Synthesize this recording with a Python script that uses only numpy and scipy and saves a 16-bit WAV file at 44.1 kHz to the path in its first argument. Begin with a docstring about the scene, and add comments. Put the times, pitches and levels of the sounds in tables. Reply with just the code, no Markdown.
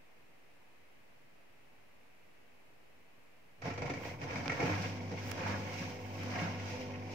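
"""First comes the faint hiss of a small, quiet room. At 3.6 s a washing machine's drain pump starts:
its mains motor rocks and knocks for a second, ringing the housing and cabinet, then locks to the mains
and hums. About once a second the impeller gulps a slug of water, then whips the rest into spray; the
bubbles resonate, large ones rumbling and gurgling, small ones splashing and fizzing.
A few small ticks and a faint rustle sound close by."""
import sys
import numpy as np
from scipy import signal
from scipy.fft import rfft, irfft
from scipy.io import wavfile

SR = 44100
rng = np.random.default_rng(int(sys.argv[2]) if len(sys.argv) > 2 else 0)


def wav_record(signal):
    """Record a signal, one row per channel, as 16-bit PCM in the file named by sys.argv[1]."""
    frames = np.transpose(np.atleast_2d(signal))
    bounded = np.clip(frames, -1, 1)
    # unit amplitude maps onto the largest positive 16-bit level
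    quanta = np.round(bounded * 32767).astype(np.int16)
    wavfile.write(sys.argv[1], SR, quanta)


N = 314874
TIME = np.arange(N) / SR
MAINS_HZ = 50

# the impeller catches a slug of water: (time [s], relative level [dB], swell time [s])
GULPS = [(3.672, -2.5, 0.028), (3.867, -8, 0.06), (4.35, -4, 0.11), (4.668, 2.5, 0.094), (5.48, 0.4, 0.1),
         (6.392, 0.36, 0.095)]
# it whips the remaining water into spray: (time [s], relative level [dB], swell time [s])
SPRAYS = [(4.07, -6, 0.056), (4.238, -4, 0.012), (4.834, 0.8, 0.073), (5.278, -4, 0.18), (5.795, -1, 0.12),
          (6.24, -7, 0.12), (6.713, -1.8, 0.12), (7.135, -6, 0.043)]
GULP_TAIL, SPRAY_TAIL = 1.37, 1.07  # decay time over swell time


def from_db(db):
    """The decibel scale: 20 dB is a factor of ten in amplitude."""
    return 10 ** (np.asarray(db) / 20)


def unit_power(x):
    """Normalisation to a mean square of one."""
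    return x / np.sqrt(np.mean(x ** 2) + 1e-20)


def at_hz(points, hz):
    """Interpolation of a spectrum on a log-frequency axis."""
    freqs, values = np.transpose(points)
    return np.interp(np.log(np.maximum(hz, 1)), np.log(freqs), values)


def colour(x, spectrum):
    """Spectral shaping, falling 24 dB per octave beyond the ends of the spectrum."""
    hz = np.arange(N // 2 + 1) * SR / N + 1e-6
    skirts = np.minimum(1, np.minimum(hz / spectrum[0][0], spectrum[-1][0] / hz)) ** 4
    return irfft(rfft(x) * from_db(at_hz(spectrum, hz)) * skirts, N)


def low_pass(x, hz, order):
    """Causal low-pass filtering, 6 dB per octave for each order."""
    return signal.sosfilt(signal.butter(order, hz, fs=SR, output="sos"), x)


def widen(pair, width):
    """Sum and difference: a middle and a filtered side signal become left and right."""
    hz = np.arange(N // 2 + 1) * SR / N
    side = irfft(rfft(pair[1]) * from_db(at_hz(width, hz)), N)
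    return np.array([pair[0] + side, pair[0] - side])


def pan(left_db):
    """A level difference between the ears sets direction: the left and right gains."""
    return from_db(np.vstack([left_db, -left_db]) / 2)


def drift(rate_hz):
    """Low-passed noise gives a slow random fluctuation of unit spread."""
    step, settle = 40, 2000
    pole = np.exp(-2 * np.pi * rate_hz * step / SR)
    noise = rng.standard_normal(N // step + settle + 2)
    slow = signal.lfilter([1], [1, -2 * pole, pole * pole], noise)[settle:]
    return np.interp(np.arange(N) / step, np.arange(len(slow)), unit_power(slow))


def surges(events, tail, lag_s=0, stretch=1):
    """Incoherent addition: envelopes that swell and decay exponentially sum in power."""
    crest = 0.3  # share of the swell time over which the peak is rounded
    power = 0
    for time_s, db, swell_s in events:
        age = (TIME - time_s - lag_s) / (swell_s * stretch)
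        from_peak = np.hypot(np.maximum(-age, age / tail), crest) - crest
        power = power + (from_db(db) * np.exp(-np.minimum(from_peak, 20))) ** 2
    return np.sqrt(power)


def impulses(events, column):
    """Impulsive excitation: a one-sample push per event, at the level in the given column."""
    force = np.zeros(N)
    for event in events:
        force[round(event[0] * SR)] = from_db(event[column])
    return force


def chatter(force, decay_s):
    """Contact noise: tiny impacts decay exponentially after each push, in two unrelated versions."""
    envelope = signal.lfilter([1], [1, -np.exp(-1 / (decay_s * SR))], force + 1e-18)
    return envelope * rng.choice([-1, 1], (2, N))


def resonate(x, hz, width_hz):
    """A damped resonator that passes white noise at unchanged power."""
    radius = np.exp(-np.pi * width_hz / SR)
    feedback = [1, -2 * radius * np.cos(2 * np.pi * hz / SR), radius ** 2]
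    return np.sqrt((1 - radius ** 2) / 2) * signal.lfilter([1, 0, -1], feedback, x + 1e-18)


def body(force, modes):
    """Modal superposition: a struck part rings as a sum of resonances of alternating sign."""
    total = np.sqrt(sum(from_db(db) ** 2 for _, _, db in modes))
    return sum((-1) ** k * from_db(db) * resonate(force, hz, width_hz)
               for k, (hz, width_hz, db) in enumerate(modes)) / total


def room(x, t60_s, wet_db):
    """Reverberation: hard walls return the first channel as a diffuse, decaying tail in both."""
    t = TIME[:SR // 2]
    tail = rng.standard_normal((2, len(t))) * from_db(-60 * t / t60_s) * (t > 0.003)
    tail /= np.sqrt(np.sum(tail ** 2, axis=1, keepdims=True))
    wet = from_db(wet_db)
    return (x + wet * signal.fftconvolve(x[:1], tail, axes=1)[:, :N]) / np.sqrt(1 + wet ** 2)


def quiet_room():
    """Stationary broadband noise: the faint hiss and murmur of the house."""
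    # background spectrum: (frequency [Hz], relative density [dB])
    spectrum = [(20, -6), (55, -0.5), (80, -0.5), (130, 2), (220, -1.5), (255, 2.5), (320, -1.5),
                (480, 0.5), (800, -2.5), (1400, -8), (2100, -4), (2600, -5), (3400, -15.5), (5200, -19),
                (8000, -24.5), (15500, -24.5)]
    # stereo width: (frequency [Hz], side over middle [dB])
    width = [(60, -2), (150, -0.38), (380, -0.38), (950, -0.5), (2380, 0), (5980, 0.3), (15000, 0.5)]
    noise = unit_power(colour(rng.standard_normal((2, N)), spectrum))
    return from_db(-66.5) * widen(noise, width)


def rustle():
    """Fast random amplitude modulation makes bright noise grainy: a faint rustle close by."""
    # rustles: (time [s], level [dB], swell time [s])
    rustles = [(4.07, -65, 0.068), (4.67, -67, 0.16), (5.29, -59.5, 0.039), (5.75, -68.5, .24),
               (6.15, -69, 0.23)]
    # their spectrum: (frequency [Hz], relative density [dB])
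    spectrum = [(4000, -13), (7000, 2), (10000, -11), (12500, -5), (14000, 0), (16000, -4)]
    grains = rng.standard_normal((2, N)) * from_db(1.8 * drift(150))
    return surges(rustles, tail=0.8) * unit_power(colour(grains, spectrum))


def ticks():
    """Brief hard contacts excite a wide band: a bright snap and the heavily damped ring of plastic."""
    # contacts: (time [s], snap level [dB], ring level [dB], left over right [dB])
    contacts = [(4.4800, -56, -22.5, -19.5), (5.3144, -33, -39, -14), (5.317, -43, -26, -18),
                (6.2343, -46, -31.5, -11)]
    # modes of the plastic: (frequency [Hz], bandwidth [Hz], relative level [dB])
    plastic_modes = [(1100, 940, 0), (2800, 1600, 0), (5150, 610, -4.5)]
    snap = chatter(impulses(contacts, column=1), decay_s=0.00037)
    ring = low_pass(body(impulses(contacts, column=2), plastic_modes), 8800, order=4)
    times, _, _, left_db = np.transpose(contacts)
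    direction = pan(np.interp(TIME, times, left_db))
    return room((snap + from_db(5.5) * ring) * direction, t60_s=0.12, wet_db=-21)


def spin_up_db():
    """Starting transient: the pump's drive grows exponentially, then holds steady."""
    full_drive_s, rise_db_per_s = 3.645, 407
    return np.clip(rise_db_per_s * (TIME - full_drive_s), -100, 0)


def motor_hum():
    """Forced vibration at harmonics of the mains; the load on the impeller shifts their balance."""
    # hum lines: (mains order [1], level [dB])
    harmonics = [(1, -72.5), (2, -47.5), (3, -60), (4, -60.5), (5, -54.5), (6, -61), (7, -60), (8, -60.5),
                 (9, -65.5), (10, -57), (11, -64), (12, -68), (13, -66.5), (15, -62.5), (16, -69.5),
                 (18, -66.5), (19, -73), (22, -75.5)]
    # lines that feel the load: (mains order [1], gain in a gulp [dB], gain spinning in air [dB],
    # slow steady rise or fall after the motor locks [dB/s])
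    loaded_lines = [(2, 8.5, -3, 0.7), (4, 11, -4, -0.5), (5, -3, 3, 1.3), (10, -9, 7.5, 0)]
    lock_s, waver_db = 4.7, 2.3
    unlocked = TIME <= lock_s
    locked_for_s = np.maximum(TIME - lock_s, 0)
    # the motor feels each gulp and spray a little late
    load = np.minimum(surges(GULPS, GULP_TAIL, lag_s=0.03, stretch=0.75), 1)
    in_air = np.minimum(surges(SPRAYS, SPRAY_TAIL, lag_s=0.11, stretch=0.8), 1) * (1 - load)
    swing_db = {order: gulp_db * load + air_db * in_air + db_per_s * locked_for_s
                for order, gulp_db, air_db, db_per_s in loaded_lines}
    # until it locks, the motor hums more weakly and its rocking rotor smears the lines
    drive_db = spin_up_db() - 3.5 * unlocked
    angle = 2 * np.pi * MAINS_HZ * TIME + 0.098 * drift(5.1) + 0.717 * unlocked * drift(11.4)
    hum = np.zeros((2, N))
    for order, db in harmonics:
        level_db = drive_db + db + (1 - unlocked) * swing_db.get(order, 0) + waver_db * drift(3.6)
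        phase = order * angle + rng.uniform(0, 2 * np.pi)
        # middle and side in quadrature give both ears the same level
        hum += np.sqrt(2) * from_db(level_db) * np.array([np.cos(phase), np.sin(phase)])
    return hum


def rotor_knocks():
    """Impacts excite modes: the rotor hits its coupling, ringing housing and cabinet; water squirts."""
    # rotor impacts: (time [s], clack level [dB], thud level [dB])
    knocks = [(3.619, -44, -40.5), (3.652, -51, -36), (3.701, -42, -39), (3.737, -46, -52),
              (3.777, -41, -37), (3.819, -39.5, -30), (3.856, -43, -44), (3.897, -38, -33),
              (3.936, -42, -39.5), (3.970, -53, -41), (4.012, -63, -43), (4.047, -43, -38.5),
              (4.110, -62, -41), (4.215, -43, -37), (4.306, -41.5, -39), (4.356, -37, -34),
              (4.396, -53, -45), (4.456, -39, -32.5), (4.496, -32.5, -33.5), (4.518, -38.5, -39.5),
              (4.592, -56, -27.5), (4.603, -34, -39), (4.625, -42, -31), (4.659, -44, -32),
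              (5.114, -48.5, -34.5)]
    # resonances of pump housing, cabinet panels and squirted water:
    # (frequency [Hz], bandwidth [Hz], relative level [dB])
    housing_modes = [(895, 310, -12), (1353, 33, -8), (1800, 560, -6.5), (1930, 40, -6.5), (2250, 81, -5.5),
                     (2400, 730, -5.5)]
    cabinet_modes = [(87, 23, -2.5), (139.5, 11, 2.5), (183, 200, -22), (268, 18, -1), (340, 66, -3),
                     (483, 60, 1), (696, 110, 3), (870, 690, 1)]
    squirt_bands = [(3150, 1800, 1), (4820, 830, 4), (5970, 1100, 1.5)]
    ping_hz, rebound_s = 2185, 0.022
    force = impulses(knocks, column=1)
    clack = from_db(1) * low_pass(body(chatter(force, decay_s=0.014), housing_modes), 3100, order=3)
    # the harder the knock, the more the housing's clearest mode stands out; middle signal only
    impact = force ** 2 / force.max() * [[1], [0]]
    ping = from_db(10) * resonate(resonate(impact, ping_hz, width_hz=46), ping_hz, width_hz=450)
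    # the tub answers each knock with a second, softer thud
    shove = impulses(knocks, column=2)
    shove = shove + from_db(-3) * np.roll(shove, round(rebound_s * SR))
    thud = from_db(2) * low_pass(body(chatter(shove, decay_s=0.01), cabinet_modes), 690, order=2)
    thud = signal.sosfilt(signal.butter(4, 70, "high", fs=SR, output="sos"), thud)
    # one jerk of the impeller can move only so much water
    jerk = np.minimum(force, from_db(-37.5))
    squirt = low_pass(body(chatter(jerk, decay_s=0.017), squirt_bands), 7900, order=8)
    return room(clack + ping + thud + from_db(-11.5) * squirt, t60_s=0.28, wet_db=-8)


def swelling_tones():
    """Damped oscillation: short tones swell, ring and die, rising a little in pitch."""
    # four low glugs and one brief swell of the 500 Hz hum:
    # (time [s], starting frequency [Hz], peak level [dB])
    tones = [(4.689, 299.2, -36), (5.112, 178, -41.5), (5.795, 178, -41.5), (6.405, 162.5, -36.5),
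             (6.733, 503.5, -44.5)]
    swell_s, rise_per_s = 0.018, 0.49
    middle = np.zeros(N)
    for time_s, hz, db in tones:
        age = np.clip(TIME - time_s, 0, 0.5)
        envelope = age / swell_s * np.exp(1 - age / swell_s)
        middle += from_db(db) * envelope * np.sin(2 * np.pi * hz * age * (1 + rise_per_s * age / 2))
    return np.array([middle, np.zeros(N)])


def bubbles(spectrum, per_s, size_db, q, wash_db, throb, clump_db):
    """Randomly struck bubble resonators over turbulent noise, in clumps, throbbing with each turn."""
    pitches = np.geomspace(spectrum[0][0], spectrum[-1][0], num=16)
    births = np.flatnonzero(rng.random(N) < per_s / SR)
    sizes = from_db(size_db * np.minimum(rng.exponential(1, N), 4))[births]
    kicks = sizes * rng.standard_normal((2, N))[:, births]
    pitch_index = rng.integers(0, len(pitches), N)[births]
    pops = np.zeros((2, N))
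    for k, hz in enumerate(pitches):
        clicks = np.zeros((2, N))
        clicks[:, births[pitch_index == k]] = kicks[:, pitch_index == k]
        pops += np.sqrt(hz) * resonate(clicks, hz, width_hz=hz / q)
    pops = unit_power(colour(pops, spectrum))
    wash = from_db(wash_db) * unit_power(colour(rng.standard_normal((2, N)), spectrum))
    impeller_turn = 1 + throb * np.cos(2 * np.pi * MAINS_HZ * TIME)
    clumps = from_db(clump_db * drift(24))
    return unit_power((pops + wash) * impeller_turn * clumps)


def churn_db(steady_db, gulp_db, spray_db, gulp_lag_s=0):
    """Steady churn, gulps and spray add in power; the level dips as the rotor stalls once."""
    stall_s, stall_width_s = 4.178, 0.023
    gulp = from_db(gulp_db) * surges(GULPS, GULP_TAIL, gulp_lag_s)
    spray = from_db(spray_db) * surges(SPRAYS, SPRAY_TAIL)
    stall_db = 8 * np.exp(-((TIME - stall_s) / stall_width_s) ** 2)
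    return spin_up_db() - stall_db + 10 * np.log10(from_db(steady_db) ** 2 + gulp ** 2 + spray ** 2)


def water():
    """Larger bubbles resonate lower: the sump rumbles and gurgles, the impeller splashes and fizzes."""
    # spectra of the bubble clouds and the hollow housing: (frequency [Hz], relative density [dB])
    rumble_spectrum = [(25, -25), (68, -20), (88, 6.5), (120, 0), (148, -3), (166, 12.5), (195, 2),
                       (225, 1.5), (275, 1), (320, 1), (380, -22), (520, -12)]
    gurgle_spectrum = [(300, -12), (400, -7.5), (480, -1), (570, -1.5), (670, -2), (800, -5.5), (950, -2),
                       (1100, -8.5), (1400, -56)]
    hollow_spectrum = [(1400, -31), (1650, -15), (1900, -6), (2150, 1), (2330, -2), (2500, -4.5),
                       (2800, -8.5), (3500, -22)]
    splash_spectrum = [(850, -23), (1100, 0), (1230, -2), (1420, 1.5), (1650, 2.5), (1900, -2), (2200, 0),
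                       (2750, -19.5), (3000, -18), (3800, -18.5)]
    fizz_spectrum = [(2300, 10), (3000, 2.5), (3500, -1.5), (4300, -2), (5200, 2.5), (6200, -0.5),
                     (7000, -10), (8200, -18.5), (9700, -25), (12500, -21), (14000, -19.5), (16000, -33)]
    rumble_db = churn_db(steady_db=-54, gulp_db=-42, spray_db=-48, gulp_lag_s=0.013)
    gurgle_db = churn_db(steady_db=-55.5, gulp_db=-43.5, spray_db=-52)
    splash_db = churn_db(steady_db=-56, gulp_db=-45, spray_db=-51)
    fizz_db = churn_db(steady_db=-66, gulp_db=-51, spray_db=-49.5)
    rumble = from_db(rumble_db) * bubbles(
        rumble_spectrum, per_s=980, size_db=-2, q=2.24, wash_db=-4, throb=0.067, clump_db=1)
    gurgle = from_db(gurgle_db) * bubbles(
        gurgle_spectrum, per_s=1200, size_db=-1, q=8.8, wash_db=1.8, throb=0.047, clump_db=1)
    # the housing rings hollow throughout; the broad splash swells faster and stands out in surges
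    hollow = from_db(splash_db - 4.5) * bubbles(
        hollow_spectrum, per_s=1100, size_db=-4, q=12.6, wash_db=-6, throb=0.026, clump_db=3)
    surge_db = 0.46 * np.minimum(splash_db + 46, 0) - 2
    splash = from_db(splash_db + surge_db) * bubbles(
        splash_spectrum, per_s=1500, size_db=3.5, q=1.9, wash_db=8, throb=0.061, clump_db=-1.94)
    fizz = from_db(fizz_db) * bubbles(
        fizz_spectrum, per_s=5900, size_db=-0.5, q=4.9, wash_db=3.5, throb=0.038, clump_db=1)
    return room(rumble + gurgle + hollow + splash + fizz, t60_s=0.05, wet_db=-10)


def scene():
    """Superposition: the pump, slightly to the right, adds to its hum, the small sounds and the room."""
    # stereo width of the pump: (frequency [Hz], side over middle [dB])
    pump_width = [(60, -23), (120, -17.5), (240, -13), (480, -9.5), (950, 0), (1890, -1.5), (3770, 0),
                  (7520, 0), (15000, -0.5)]
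    pump = widen(water() + swelling_tones() + rotor_knocks(), pump_width) * pan(-1.15)
    motor = widen(motor_hum(), pump_width) * pan(0.55)
    return pump + motor + ticks() + rustle() * pan(-1) + quiet_room()


def record(dry):
    """Band limiting cuts the top steeply; the microphone adds a small steady offset."""
    cutoff_hz, offset = 15700, 0.0011
    return signal.sosfilt(signal.ellip(10, 0.2, 70, cutoff_hz, fs=SR, output="sos"), dry) + offset


dry = scene()
out = record(dry)
wav_record(out)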